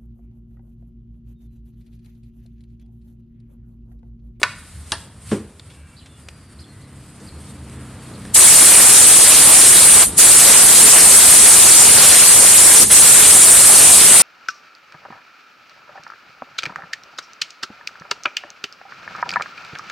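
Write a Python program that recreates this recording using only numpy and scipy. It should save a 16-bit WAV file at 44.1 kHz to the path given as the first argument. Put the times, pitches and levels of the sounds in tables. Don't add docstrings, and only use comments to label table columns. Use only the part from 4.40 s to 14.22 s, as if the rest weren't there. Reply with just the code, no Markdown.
import sys
import numpy as np
from scipy import signal
from scipy.fft import rfft, irfft, next_fast_len
from scipy.io import wavfile
from scipy.ndimage import uniform_filter1d, map_coordinates

SR = 44100
rng = np.random.default_rng(int(sys.argv[2]) if len(sys.argv) > 2 else 0)


def wav_record(signal):
    frames = np.transpose(np.atleast_2d(signal))
    bounded = np.clip(frames, -1, 1)
    quanta = np.round(bounded * 32767).astype(np.int16)
    wavfile.write(sys.argv[1], SR, quanta)


def gain_from_decibels(decibels):
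    exponent = np.asarray(decibels, float) / 20
    return 10 ** exponent


N = 433062

MONO_BELOW_HZ = 4230
# time the valve is fully open in seconds, time it is let go
# in seconds, level to which the stream then sinks in dB.
PULLS = [
    (3.947, 5.631, -27),
    (5.782, 8.432, -10.5),
    (8.517, 9.9, -8),
]


def rms_one(x):
    return x / np.sqrt(np.mean(x ** 2) + 1e-20)


def peak_one(x):
    return x / np.abs(x).max()


def in_time(rows):
    s, *columns = np.transpose(rows)
    return [np.interp(np.arange(N) / SR, s, column) for column in columns]


def drift(rate):
    coarse = 40
    r = np.exp(-2 * np.pi * coarse * rate / SR)
    noise = rng.standard_normal(N // coarse + 2002)
    slow = signal.lfilter([1], [1, -2 * r, r * r], noise)[2000:]
    return np.interp(np.arange(N) / coarse, np.arange(len(slow)), rms_one(slow))


def zoned_noise(colour, zones_hz, levels_db, side_db):
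    size = next_fast_len(N)
    log_hz = np.log(np.fft.rfftfreq(size, 1 / SR) + 1)
    colour_hz, colour_db = np.transpose(colour)
    shape = gain_from_decibels(np.interp(log_hz, np.log(colour_hz), colour_db))
    noise = rfft(rng.standard_normal((2, size))) * shape
    out = 0
    for k, level_db in enumerate(levels_db):
        share = np.interp(log_hz, np.log(zones_hz), np.arange(len(zones_hz)) == k)
        zone = irfft(noise * share, size)[:, :N]
        out = out + gain_from_decibels(level_db) * rms_one(zone)
    mid, side = out[0], out[1] * gain_from_decibels(side_db)
    return np.array([mid + side, mid - side])


def street():
    # frequency in Hz, spectral density in dB per Hz.
    street_colour = [(18, -41), (30, -12), (66, -0.5), (91, 3.5), (222, -6.5), (286, -10.5), (342, -16.5),
                     (451, -16.5), (768, -23), (1280, -22.5), (2010, -28), (4200, -35.5), (6290, -42),
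                     (8970, -31), (12800, -51), (16600, -77), (22000, -120)]
    street_zones_hz = [120, 400, 1500, 8500]
    # start in seconds, end in seconds, level in dB.
    rustles = [
        (-.1, 0.6, -47.5),
        (.915, 0.933, -39.5),
        (1.27, 1.34, -57),
        (2.648, 3.0, -63),
        (3.078, 3.097, -48),
    ]
    rustle_zones_db = [2, -17, -9, -1]
    # level in each zone, in dB.
    wake_db = [-35.5, -36, -48, -57]
    quiet_db, swell_db = [-47, -56, -59, -59.5], [1.3, 17.5, 15.3, 13.7]
    rustle_fade_db_per_s = 120

    t = np.arange(N) / SR
    near = np.interp(t, [1.67, 4.5], [0, 1])
    blown = t > PULLS[0][0]
    rustle = 0
    for start, end, db in rustles:
        outside_s = np.maximum(0, np.maximum(start - t, t - end))
        rustle = rustle + gain_from_decibels(db - rustle_fade_db_per_s * outside_s)
    flutter = [1.2 * drift(5), 1.8 * drift(6), 0.6 * drift(3), 1.6 * drift(15)]
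    levels = []
    for quiet, swell, hand, wake, own in zip(quiet_db, swell_db, rustle_zones_db, wake_db, flutter):
        power = gain_from_decibels(2 * (quiet + swell * near)) + (gain_from_decibels(hand) * rustle) ** 2 + gain_from_decibels(2 * wake) * blown
        levels.append(own + 10 * np.log10(power))
    return zoned_noise(street_colour, street_zones_hz, levels, side_db=-1.5)


def patches(pair, depth_db, alike_share, patch_hz, patch_s):
    middle_side = np.array([pair[0] + pair[1], pair[0] - pair[1]]) / 2
    hz, t, (mid, side) = signal.stft(middle_side, SR, nperseg=512)
    where = np.meshgrid(hz / patch_hz, t / patch_s, indexing="ij")
    gain, chance = (map_coordinates(rng.standard_normal((60, 900)), where, order=0, mode="wrap")
                    for _ in range(2))
    common = np.interp(t / patch_s, np.arange(900), rng.standard_normal(900))
    chance = .8 * chance + .6 * common
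    is_alike = chance > np.quantile(chance, 1 - np.clip(alike_share, 0, 1))
    alike = np.where(is_alike, .92, .03) * (hz[:, None] > MONO_BELOW_HZ)
    cells = gain_from_decibels(depth_db * gain) * np.array([mid * np.sqrt(1 + alike), side * np.sqrt(1 - alike)])
    mid, side = signal.istft(cells, SR, nperseg=512)[1][:, :N]
    return np.array([mid + side, mid - side])


def burst(s, t60):
    t = np.arange(4 * SR) / SR - s
    return rng.standard_normal(len(t)) * gain_from_decibels(-60 * np.clip(t / t60, 0, 5)) * (t >= 0)


def resonance(x, hz, width):
    r = np.exp(-np.pi * width / SR)
    poles = [1, -2 * r * np.cos(2 * np.pi * hz / SR), r * r]
    return signal.lfilter([(1 - r * r) / 2, 0, (r * r - 1) / 2], poles, x)


def ticks():
    # start in seconds, peak level in dB, resonance in Hz, decay time t60 in seconds.
    contacts = [
        (0.016, -20.5, 397, 0.022),
        (.89, -42, 2500, 0.13),
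        (1.196, -27, 3700, 0.019),
        (1.3, -40, 3500, 0.24),
        (1.6591, -35, 2800, 0.074),
        (1.886, -23, 2740, 0.023),
        (2.8, -39, 7000, .1),
        (3.2969, -31, 8200, .02),
        (3.852, -23.5, 1900, .015),
    ]
    out = np.zeros(N)
    for s, db, hz, t60 in contacts:
        shake = signal.lfilter([.4], [1, -.6], burst(s, t60))
        broad = 0.9 * min(hz / 3000, 1) * shake
        ring = 2 * resonance(shake, hz, 0.23 * hz)
        out[:len(shake)] += gain_from_decibels(db) * peak_one(broad + ring)
    return out


def knocks():
    # start in seconds, crack level in dB, crack t60 in seconds, body level in dB, body t60 in seconds.
    blows = [
        (0.031, 3.5, 0.028, -6.5, 0.087),
        (0.5193, -5, 0.015, -12.5, 0.12),
        (0.9154, -20.5, 0.22, -7.5, 0.19),
    ]
    # frequency in Hz, width in Hz, level in dB.
    bodies = [
        [(540, 400, -5), (1074, 190, 7), (1440, 240, 5), (1940, 400, -5), (2380, 210, -8), (4200, 1500, -4),
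         (8700, 1800, -19)],
        [(300, 300, -7), (660, 250, -5), (910, 400, 2), (1740, 180, 0.5), (2800, 500, -4), (4350, 1800, -1.5),
         (9250, 1200, -1.5)],
        [(114, 30, -2), (219, 120, 7), (310, 50, 3), (412, 67, 1.5), (890, 400, -44), (2350, 700, -33)],
    ]
    crack_hz = [1710, 3200, 1100]
    out = np.zeros(N)
    for (s, crack_db, crack_t60, body_db, body_t60), hz, body in zip(blows, crack_hz, bodies):
        crack = resonance(burst(s, crack_t60), hz, 0.69 * hz)
        rattle = burst(s, body_t60)
        ringing = 0
        for f, width, db in body:
            mode = resonance(resonance(rattle, f, width), f, width)
            ringing = ringing + gain_from_decibels(db) * mode / np.sqrt(width)
        out[:len(crack)] += gain_from_decibels(crack_db) * peak_one(crack) + gain_from_decibels(body_db) * peak_one(ringing)
    return out


def workshop(x, t60, dull_hz):
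    t = np.arange(int(.6 * SR)) / SR
    tail = rng.standard_normal((2, len(t))) * gain_from_decibels(-60 * t / t60) * (t > .006)
    tail = signal.sosfilt(signal.butter(1, dull_hz, fs=SR, output="sos"), tail)
    tail = tail / np.sqrt(np.sum(tail ** 2) / 2)
    return signal.oaconvolve(x[None], tail, axes=1)[:, :N]


def drone():
    # centre in seconds, level in dB, half length in seconds.
    swells = [(.08, -54, .1), (.46, -33.5, 0.15), (.97, -41, 0.12), (1.39, -47, 0.21), (1.85, -37.5, 0.053),
              (2.197, -42, 0.078), (2.97, -46, .07), (3.35, -38, .2), (3.83, -52, .05)]
    t = np.arange(N) / SR
    level = gain_from_decibels(-57)
    for s, db, half in swells:
        level = level + gain_from_decibels(db - 1.5) * np.exp(-((t - s) / half) ** 2)
    noise = rng.standard_normal(N)
    return level * rms_one(resonance(resonance(noise, 75, 12), 75, 12))


def motorbike():
    # time in seconds, level in dB.
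    approach = [(1.2, -62), (2.0, -53), (2.2, -47), (3.0, -43), (3.4, -37.5), (3.65, -41), (3.87, -33.5),
                (4.1, -38), (5.0, -46)]
    # multiple of the firing rate, level in dB.
    exhaust = [(2, -9), (3, -6), (4, 0), (5, -11), (6, -6), (7, -6), (8, -11), (9, -9), (10, -13),
               (11, -23)]
    firings_per_s, slows_per_s2, brakes_s = 36.4, 2.77, 1.8
    t = np.arange(N) / SR
    level_db, = in_time(approach)
    per_s = firings_per_s - slows_per_s2 * np.clip(t - brakes_s, 0, 2.5)
    phase = 2 * np.pi * np.cumsum(per_s * (1 + .002 * drift(6))) / SR
    hum = 0
    for k, db in exhaust:
        hum = hum + gain_from_decibels(db + 1.8 * drift(4)) * np.sin(k * phase + 2 * np.pi * rng.random())
    return gain_from_decibels(level_db) * hum * (t > approach[0][0])


def bird_tones(calls, spread_hz, starts_at):
    out = np.zeros(N)
    for s, length, top_hz, end_hz, db in calls:
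        u = np.linspace(0, 1, int(length * SR))
        noises = rng.standard_normal((2, len(u)))
        grit, waver = (rms_one(uniform_filter1d(row, size=150)) for row in noises)
        hz = np.interp(u, [0, .35, 1], [starts_at * top_hz, top_hz, end_hz]) + spread_hz * waver
        swell = np.sin(np.pi * u) ** 0.16 * (1 + .6 * grit)
        start = int(s * SR)
        tone = gain_from_decibels(db + 2.5) * swell * np.sin(2 * np.pi * np.cumsum(hz) / SR)
        out[start:start + len(u)] += tone[:N - start]
    return out


def far_whistles():
    # start in seconds, length in seconds, first pitch in Hz, end pitch in Hz, level in dB.
    whistle_calls = [(1.28, .3, 2290, 2310, -63), (1.28, 0.27, 2700, 2710, -64),
                     (1.33, 0.22, 1610, 1610, -64), (1.62, .18, 3520, 3420, -63),
                     (1.82, .36, 4760, 4560, -64), (2.55, .37, 4900, 4880, -67),
                     (3.12, .1, 4650, 4800, -66), (1.7, .1, 2800, 2900, -66),
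                     (3.06, 0.046, 3700, 3650, -59), (2.24, .1, 4300, 4230, -62),
                     (2.9, .09, 4300, 4200, -62), (2.3, .3, 2000, 1980, -64), (1.57, .08, 3980, 4060, -60)]
    return bird_tones(whistle_calls, spread_hz=30, starts_at=1)


def sparrows():
    # start in seconds, length in seconds, top pitch in Hz, end pitch in Hz, level in dB.
    chirp_calls = [
        (1.565, 0.034, 4680, 4050, -51),
        (1.595, 0.036, 3400, 3050, -55),
        (2.188, 0.059, 5000, 3020, -49.5),
        (2.415, .045, 4700, 3560, -60),
        (2.865, 0.035, 4850, 4000, -47.5),
        (3.735, 0.025, 4950, 3850, -48),
    ]
    return bird_tones(chirp_calls, spread_hz=230, starts_at=.84)


def valve(lag_s, open_db_per_s, close_db_per_s, lowest_db):
    t = np.arange(N) / SR
    flows = []
    for (s, shut, _), lag, opens, closes, low in zip(PULLS, lag_s, open_db_per_s, close_db_per_s, lowest_db):
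        rise = np.minimum(0, opens * (t - s - lag))
        fall = np.maximum(-closes * (t - shut), low)
        flows.append(np.minimum(rise, fall))
    return np.max(flows, axis=0)


def jet():
    # frequency in Hz, spectral density in dB per Hz.
    jet_colour = [(24, -50), (40, -18), (75, -19.5), (334, -12), (436, -10.5), (707, -10.5), (3920, -10.5),
                  (4990, -15.5), (6510, -13), (8910, -0.5), (9570, -2), (12800, -6), (16600, -4),
                  (22000, -120)]
    jet_zones_hz = [1500, 3800, 6300, 9000, 11800]
    # time in seconds, core level in dB, strike on the part in dB.
    aim = [(3.95, -10, 0.5), (4.35, -9.5, 0), (4.6, -10, 1.5), (5.0, -10.5, -2.5), (5.27, -9, -0.5),
           (5.6, -10, -2), (5.8, -9.5, 1), (6.1, -11.5, -1), (6.4, -9.5, 0.5), (6.7, -9.5, 0.5),
           (7.15, -10, 2.5), (7.5, -12, -0.5), (8.0, -11, 0.5), (8.4, -10, 0), (8.53, -8.5, 3),
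           (8.6, -10, 0), (9.1, -9, 0.5), (9.82, -10, -0.5)]
    rasp_lag_s = [0.012, 0.01, -0.0094]
    rasp_db, rush_db, part_db, top_db = -20, -20.5, -16, -15.5
    part_sinks, top_sinks = 0.87, 1.05
    full_core_db = -7

    core_db, strike_db = in_time(aim)
    sinks = np.array(PULLS)[:, 2]
    flow = valve([0, 0, 0], [3000, 1500, 650], [315, 650, 500], sinks)
    rasp = valve(rasp_lag_s, [1500, 1500, 1500], [800, 700, 800], -22 + 0.32 * sinks)
    waver = 0.87 * drift(22)
    core_db = core_db + waver
    levels = [
        rasp_db + rasp - 0.086 * waver + .5 * drift(6),
        rush_db + 0.41 * rasp + 0.46 * flow - 0.13 * waver + 0.95 * drift(4.6),
        part_db + strike_db + part_sinks * flow + 0.13 * rasp - .3 * waver + 1.2 * drift(15),
        core_db + 1.33 + flow,
        top_db + .4 * strike_db + top_sinks * flow - .5 * waver + 1.1 * drift(25)]
    unshared = np.clip(gain_from_decibels(2 * (full_core_db - core_db)) - 1, .2, 1.15)
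    return zoned_noise(jet_colour, jet_zones_hz, levels, side_db=10 * np.log10(unshared))


def wind_puff():
    s, length, db = 8.428, 0.022, -20
    band = signal.butter(2, [40, 450], "band", fs=SR, output="sos")
    low = signal.sosfilt(band, rng.standard_normal(N))
    return gain_from_decibels(db) * rms_one(low) * np.exp(-((np.arange(N) / SR - s) / length) ** 2)


def scene():
    blunt = signal.butter(4, 10000, fs=SR, output="sos")
    near = signal.sosfilt(blunt, knocks() + ticks())
    far = far_whistles() + sparrows()
    echoes = gain_from_decibels(-15.5) * workshop(near, 0.52, 4700) + gain_from_decibels(-7) * workshop(far, 0.18, 8000)
    road = patches(street(), depth_db=-0.66, alike_share=.3, patch_hz=872, patch_s=0.045)
    air = patches(jet(), depth_db=1.3, alike_share=.2, patch_hz=900, patch_s=.03)
    return near + far + echoes + motorbike() + drone() + road + air + wind_puff()


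def low_pass(x):
    return signal.sosfilt(signal.butter(12, 15720, fs=SR, output="sos"), x)


def record(dry):
    left, right = 1.324 * np.tanh(dry / 1.427)
    treble = signal.ellip(8, .3, 60, MONO_BELOW_HZ, "high", fs=SR, output="sos")
    side = signal.sosfilt(treble, (left - right) / 2)
    pair = (left + right) / 2 + side * [[1], [-1]]
    top_cut = signal.ellip(12, .3, 90, 13020, fs=SR, output="sos")
    mix = np.clip(signal.sosfilt(top_cut, pair), -1, 1)
    return low_pass(mix)


dry = scene()
out = record(dry)
wav_record(out)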